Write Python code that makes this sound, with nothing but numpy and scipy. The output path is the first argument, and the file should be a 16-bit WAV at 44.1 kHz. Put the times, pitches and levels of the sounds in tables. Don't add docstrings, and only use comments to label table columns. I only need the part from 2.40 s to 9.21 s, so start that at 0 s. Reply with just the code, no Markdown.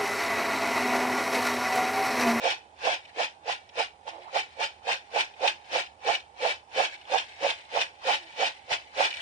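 import sys
import numpy as np
from scipy import signal
from scipy.fft import rfft, irfft, next_fast_len
from scipy.io import wavfile
from scipy.ndimage import uniform_filter1d

SR = 44100
rng = np.random.default_rng(int(sys.argv[2]) if len(sys.argv) > 2 else 0)


def persist_wave(psi):
    counts = np.round(np.clip(psi, -1, 1) * 32767).astype(np.int16)
    wavfile.write(sys.argv[1], SR, np.atleast_2d(counts).T)


N = 300321
TIME = np.arange(N) / SR
FFT_SIZE = 2 * next_fast_len(N // 2 + 4096)
FREQ = np.maximum(np.arange(FFT_SIZE // 2 + 1) * SR / FFT_SIZE, 1)

# landing time in seconds, relative thud level in dB,
# bowl pitch in Hz, relative shower crest in dB, shower build-up in dB, scatter until the last beans
# land in seconds, relative level of the sliding afterwards in dB.
LANDINGS = [(0.059, -23.5, 660, -26.5, 3.5, 0.057, -62.5), (0.473, -23, 696, -28.5, 1, 0.066, -56),
            (0.802, -25, 642, -27, 5.0, 0.037, -70), (1.093, -26.5, 784, -29, 5.5, 0.031, -61.5),
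            (1.399, -24.1, 740, -30, -2, 0.031, -67), (1.681, -34.5, 854.4, -40.5, 1.5, 0.014, -54.5),
            (1.965, -22, 780, -28, 2.5, 0.03, -56.5), (2.213, -27, 804, -25.5, 9, 0.027, -63.0),
            (2.493, -24.5, 791.0, -25, 7.0, 0.034, -57.5), (2.768, -24, 735, -24.5, 8, 0.038, -58),
            (3.047, -21, 750, -26, 6, 0.042, -57.5), (3.355, -23.5, 658, -28, 0.5, 0.047, -69),
            (3.693, -20.5, 725.0, -28.5, 1, 0.053, -65.5), (4.05, -21.5, 687, -28.5, 3, 0.062, -75),
            (4.396, -20.5, 700, -28, 0.5, 0.058, -53.5), (4.744, -20.5, 780, -30.5, 1, 0.056, -49),
            (5.051, -23, 640, -27.5, 4.5, 0.054, -48.5), (5.369, -23.5, 740, -27.5, 5, 0.054, -57.5),
            (5.692, -20.5, 800, -25.5, 2.5, 0.053, -52.5), (6.023, -23, 730, -28.5, -0.5, 0.052, -54),
            (6.318, -28.5, 850, -25, 5.5, 0.019, -55.5), (6.607, -20.5, 777, -24, 3.5, 0.048, -46.5)]
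USUAL_SCATTER_S = 0.04


def thuds(width_hz=230, trim_db=0.28):
    # time from the landing in seconds, multiple of the bowl pitch.
    glide = [(-.11, .99), (-.065, 1.5), (-.036, 0.52), (-.016, 0.76), (0, .98), (.018, 0.96), (.06, 0.98),
             (.11, 0.73)]
    # frequency in Hz, relative level in dB.
    bottom_tone = [(30, -45.5), (100, -22.5), (175, -17.5), (240, -20.5), (310, -12.5), (385, -16),
                   (470, 0), (650, 3.5), (900, -2), (1250, -6.5), (2500, -21.5), (6000, -33.5)]
    # time in seconds, relative level in dB.
    roll = [(1.65, -85), (1.71, -47.5), (1.77, -43), (1.84, -51.5), (1.88, -41), (1.94, -65), (1.99, -85)]
    since, pitch = nearest_landing()
    centre_hz = pitch * np.interp(since, *np.transpose(glide))
    drum = moving_resonance(impacts(per_s=4000, spread_db=2.5), centre_hz, width_hz)
    drum = evened(in_bowl(drum, bottom_tone), span_s=0.012)
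    rolling = from_db(np.interp(TIME, *np.transpose(roll)))
    return from_db(trim_db) * drum * np.sqrt(thud_power() + rolling ** 2)


def thud_power(hold_s=0.0078):
    power = 0
    for start, db, _, _, _, scatter_s, _ in LANDINGS:
        stretch = scatter_s / USUAL_SCATTER_S
        power += swell(start, start + hold_s, db, db, 0.12 * stretch ** 0.37, 0.096 * stretch)
    return power


def showers(thinnest_per_s=7000, extra_per_s=14000, trim_db=1.11, wall_share=0.2, wall_delay_s=0.017):
    # frequency in Hz, relative level in dB.
    heap_tone = [(30, -48), (130, -18), (250, -19.5), (450, -5), (800, 3), (1250, -7.5), (1700, -1.5),
                 (2150, -8), (2500, 1), (3100, -4), (3800, -6), (5400, -12.5), (6500, -16), (7700, -23),
                 (9600, -26)]
    level = np.sqrt(shower_power())
    per_s = thinnest_per_s + extra_per_s * level / level.max()
    heap = in_bowl(clatter(per_s, spread_db=1.0, cycles=38, ring_db=-0.5), heap_tone)
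    wall = on_wall(clatter(per_s=1500, spread_db=1.5, cycles=77, ring_db=10.5))
    since, _ = nearest_landing()
    share = wall_share * np.clip(since / wall_delay_s, 0.1, 1)
    blend = np.sqrt(1 - share) * heap + np.sqrt(share) * wall
    return from_db(trim_db) * level * evened(blend, span_s=0.014)


def shower_power(lead_share=0.31, fringe_db=-13):
    power = 0
    for landing, _, _, crest_db, build_db, scatter_s, _ in LANDINGS:
        rise_s = 0.12 * (scatter_s / USUAL_SCATTER_S) ** 0.65
        core = (landing - lead_share * scatter_s, landing + scatter_s, crest_db - build_db, crest_db)
        power += swell(*core, rise_s, fall_s=0.16)
        power += from_db(fringe_db) ** 2 * swell(*core, rise_s=0.18, fall_s=0.32)
    return power


def sliding(trim_db=0.2, surge_db=2.8):
    # frequency in Hz, relative level in dB.
    rustle_tone = [(30, -38), (150, -25.5), (450, -4.5), (800, 2.5), (1250, -9.5), (1700, 0.5),
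                   (2600, -0.5), (4000, -3), (5400, -12.5), (7000, -16.5), (9600, -20)]
    grains = clatter(per_s=6000, spread_db=2.0, cycles=31, ring_db=0.0)
    level = np.sqrt(slide_power()) * from_db(trim_db + surge_db * drift(per_s=36))
    return level * evened(in_bowl(grains, rustle_tone), span_s=0.15)


def slide_power(settle_db_per_s=16):
    # start in seconds, length in seconds, relative level in dB.
    spills = [(1.831, 0.023, -54), (3.253, .04, -56), (4.527, 0.028, -43.5), (5.884, 0.046, -54),
              (6.717, 0.11, -41)]
    when, *_, slide_db = np.transpose(LANDINGS)
    last = np.maximum(np.searchsorted(when, TIME) - 1, 0)
    since = np.abs(TIME - when[last])
    power = from_db(slide_db[last] - settle_db_per_s * (since - 0.1)) ** 2
    for start, length, db in spills:
        power += swell(start, start + length, db, db, rise_s=0.16, fall_s=0.063)
    return power


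def loose_beans(trim_db=-9):
    ticks = on_wall(clatter(per_s=90, spread_db=3.5, cycles=25, ring_db=2))
    return from_db(trim_db) * np.sqrt(slide_power()) * ticks


def strays(trim_db=-8.5, clump_s=0.011, fade_db=-6, count=8):
    # start in seconds, relative strength in dB.
    clumps = [(0.1062, -21), (0.6506, -41), (1.289, -39.5), (1.8184, -45), (2.804, -18), (2.9366, -42.5),
              (3.0756, -13.5), (3.4628, -36.5), (3.7477, -19), (3.7974, -38), (4.4466, -24),
              (4.6121, -41.5), (4.7788, -17), (5.1, -22.5), (5.206, -43), (5.4121, -14.5), (5.9244, -42),
              (6.3262, -19), (6.704, -25.5), (6.7388, -27.5), (6.7695, -30)]
    # frequency in Hz, relative level in dB, t60 in seconds.
    wall_modes = [(1720, -9.5, .014), (2466, 1, 0.021), (2980, 4, 0.011), (3724, 3, 0.0075),
                  (5420, -5, 0.0074), (8200, -16.5, 0.0043)]
    when, clump_db = np.transpose(clumps)
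    lateness = (np.arange(count) + rng.random((len(when), count))) / count
    hits = np.minimum((when[:, None] + clump_s * lateness) * SR, N - 1).astype(int)
    out = np.zeros((2, N))
    for hz, mode_db, t60 in wall_modes:
        clicks = np.zeros((2, N))
        strength = from_db(clump_db[:, None] + mode_db + trim_db + fade_db * lateness)
        clicks[:, hits] = strength * rng.standard_normal((len(when), 2, count)).swapaxes(0, 1)
        out += ring(clicks, hz, t60)
    return signal.sosfilt(signal.butter(2, 600, "high", fs=SR, output="sos"), out)


def bumps():
    # time in seconds, peak level in dB.
    jolts = [(3.7, -49.5), (4.778, -53), (6.319, -41), (6.611, -50)]
    when, peak_db = np.transpose(jolts)
    clicks = np.zeros(N)
    clicks[(when * SR).astype(int)] = from_db(peak_db)
    return ring(clicks, hz=150, t60=0.043)


def hens(octave_db=-2, waver=0.016):
    # start and end in seconds, first and last pitch in Hz, level in dB.
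    moans = [(1.708, 1.784, 337, 323, -55), (1.75, 1.87, 385, 351, -56.5), (5.75, 5.915, 369, 309, -57)]
    out = np.zeros(N)
    for start, end, first_hz, last_hz, db in moans:
        along = np.clip((TIME - start) / (end - start), 0, 1)
        hz = (first_hz + (last_hz - first_hz) * along) * (1 + waver * drift(per_s=60))
        phase = 2 * np.pi * np.cumsum(hz) / SR
        voice = np.sin(phase) + from_db(octave_db) * np.sin(2 * phase)
        out += from_db(db) * np.sin(np.pi * along) * voice
    return np.array([out, np.zeros(N)])


def country(level_db=-54.5):
    # frequency in Hz, relative level in dB.
    valley_tone = [(20, -35.5), (35, -24.5), (52, -16), (78, -3), (115, -14), (230, -16.5), (400, -12),
                   (640, -7.5), (830, 3.5), (1020, -9), (1300, -17.5), (2700, -28), (5000, -31.5),
                   (9500, -33)]
    return from_db(level_db) * colour(rng.standard_normal((2, N)), per_hz(valley_tone))


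def in_bowl(x, tone, depth=1.275):
    # centre in Hz, width in Hz, lift in dB at depth 1.
    resonances = [(562.3, 29, 1), (626, 94, -7.5), (760, 53, 0.5), (872, 81, 5), (980, 43, -9),
                  (1015, 57, 4), (1400, 37, 3.5), (2138, 39, 5), (2294, 60, 9.5), (2474, 36, 1),
                  (2887, 42, -2.5), (3040, 56, 3.5), (3080, 44, -0.5), (3490, 45, 1.5), (4864, 70, -11.5),
                  (4920, 89, 8), (5450, 77, 6.5), (5790, 72, -6.5)]
    lift_db = sum(db / (1 + (2 * (FREQ - hz) / width) ** 2) for hz, width, db in resonances)
    return colour(x, per_hz(tone) + depth * lift_db)


def on_wall(x):
    # frequency in Hz, relative level in dB.
    wall_tone = [(100, -52), (1000, -33), (2000, -13.5), (2400, -2), (3200, -1.5), (3900, -10),
                 (6000, -21.5), (9000, -35)]
    return in_bowl(x, wall_tone)


def echoed(paths, sway=0.065):
    # mean delay in seconds, gain against the direct sound.
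    reflections = [
        [(.0030, 0.57), (0.001612, .25)],
        [(.0011, 0.27), (.0020, 0.34)],
    ]
    out = paths.copy()
    for k, echoes in enumerate(reflections):
        for delay, gain in echoes:
            swaying_delay = delay * (1 + sway * drift(per_s=4))
            out[k] += gain * np.interp(TIME - swaying_delay, TIME, paths[k])
        out[k] /= np.sqrt(1 + sum(gain ** 2 for _, gain in echoes))
    return out


def stereo_image(paths):
    # frequency in Hz, left minus right in dB.
    balance = [(80, -3), (300, -5.5), (440, -1.2), (560, -4.5), (680, -12), (820, -19.5), (1020, -8.5),
               (1300, 0), (1900, 3), (2500, -0.3), (3300, 2.1), (5000, 1), (9000, 0.8)]
    # frequency in Hz, likeness from 0 to 1.
    likeness = [(60, 0.86), (300, 0.71), (520, 0.98), (750, 0.84), (1100, 0.69), (1600, 0.37), (2200, 0.19),
                (3000, 0.57), (4200, 0.088), (9000, 0.24)]
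    # frequency in Hz, phase lag in radians.
    left_lag = [(100, 0), (720, 0.25), (930, 2), (1200, 3.5), (2200, 3), (2600, 4.5), (3100, 6),
                (4000, 9.5), (9000, 19.5)]
    shared, opposed = rfft(paths, FFT_SIZE)
    alike = np.clip(per_hz(likeness), 0, 1)
    shared *= np.sqrt(1 + alike)
    opposed *= np.sqrt(1 - alike)
    tilt = from_db(per_hz(balance))
    left = (shared + opposed) * tilt * np.exp(-1j * per_hz(left_lag))
    right = shared - opposed
    return irfft(np.array([left, right]) / np.sqrt(1 + tilt ** 2))[:, :N]


def clatter(per_s, spread_db, cycles, ring_db, count=48):
    clicks = impacts(per_s, spread_db)
    bean = rng.integers(0, count, N)
    pitches = np.geomspace(1300, 9800, count)
    rings = sum(ring(clicks * (bean == k), hz, cycles / hz) * hz for k, hz in enumerate(pitches))
    return rms_one(clicks) + from_db(ring_db) * rms_one(rings)


def impacts(per_s, spread_db):
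    sizes = from_db(spread_db * np.minimum(rng.exponential(1, N), 4))
    struck = rng.random(N) < per_s / SR
    return struck * sizes * rng.standard_normal((2, N)) / np.sqrt(per_s)


def ring(clicks, hz, t60):
    radius = from_db(-60 / (t60 * SR))
    angle = 2 * np.pi * hz / SR
    poles = [1, -2 * radius * np.cos(angle), radius ** 2]
    return signal.lfilter([0, np.sin(angle)], poles, clicks + 1e-18)


def moving_resonance(x, hz, width_hz, block=64):
    radius = np.exp(-np.pi * width_hz / SR)
    out, state = np.zeros_like(x), np.zeros((2, 2))
    for i in range(0, N, block):
        poles = [1, -2 * radius * np.cos(2 * np.pi * hz[i] / SR), radius ** 2]
        out[:, i:i + block], state = signal.lfilter([1, 0, -1], poles, x[:, i:i + block], zi=state)
    return out


def colour(x, gain_db):
    cepstrum = irfft(np.log(from_db(gain_db)))
    cepstrum[1:FFT_SIZE // 2] *= 2
    cepstrum[FFT_SIZE // 2 + 1:] = 0
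    response = np.exp(rfft(cepstrum))
    return rms_one(irfft(rfft(x, FFT_SIZE) * response)[..., :N])


def nearest_landing():
    when, _, pitch, *_ = np.transpose(LANDINGS)
    nearest = np.searchsorted((when[1:] + when[:-1]) / 2, TIME)
    return TIME - when[nearest], pitch[nearest]


def swell(start, end, first_db, last_db, rise_s, fall_s):
    outside = np.maximum(start - TIME, 0) / rise_s + np.maximum(TIME - end, 0) / fall_s
    held_db = np.interp(TIME, [start, end], [first_db, last_db])
    return from_db(held_db - 60 * np.minimum(outside, 3)) ** 2


def evened(x, span_s):
    power = uniform_filter1d(np.mean(x ** 2, axis=0), int(span_s * SR) + 1)
    power = uniform_filter1d(power, int(span_s * SR / 2) + 1)
    return x / np.sqrt(np.maximum(power, 1e-6))


def drift(per_s):
    knots = np.arange(0, N / SR + 1, 1 / per_s)
    return np.interp(TIME, knots, rng.standard_normal(len(knots)))


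def per_hz(points):
    hz, value = np.transpose(points)
    return np.interp(np.log(FREQ), np.log(hz), value)


def from_db(db):
    return 10 ** (np.asarray(db) / 20)


def rms_one(x):
    return x / np.sqrt(np.mean(x ** 2) + 1e-20)


def scene():
    beans = echoed(showers() + sliding() + loose_beans() + strays())
    return stereo_image(thuds() + beans + hens() + country()) + bumps()


def record(dry):
    return signal.sosfilt(signal.ellip(12, 0.2, 90, 10000, fs=SR, output="sos"), dry)


dry = scene()
out = record(dry)
persist_wave(out)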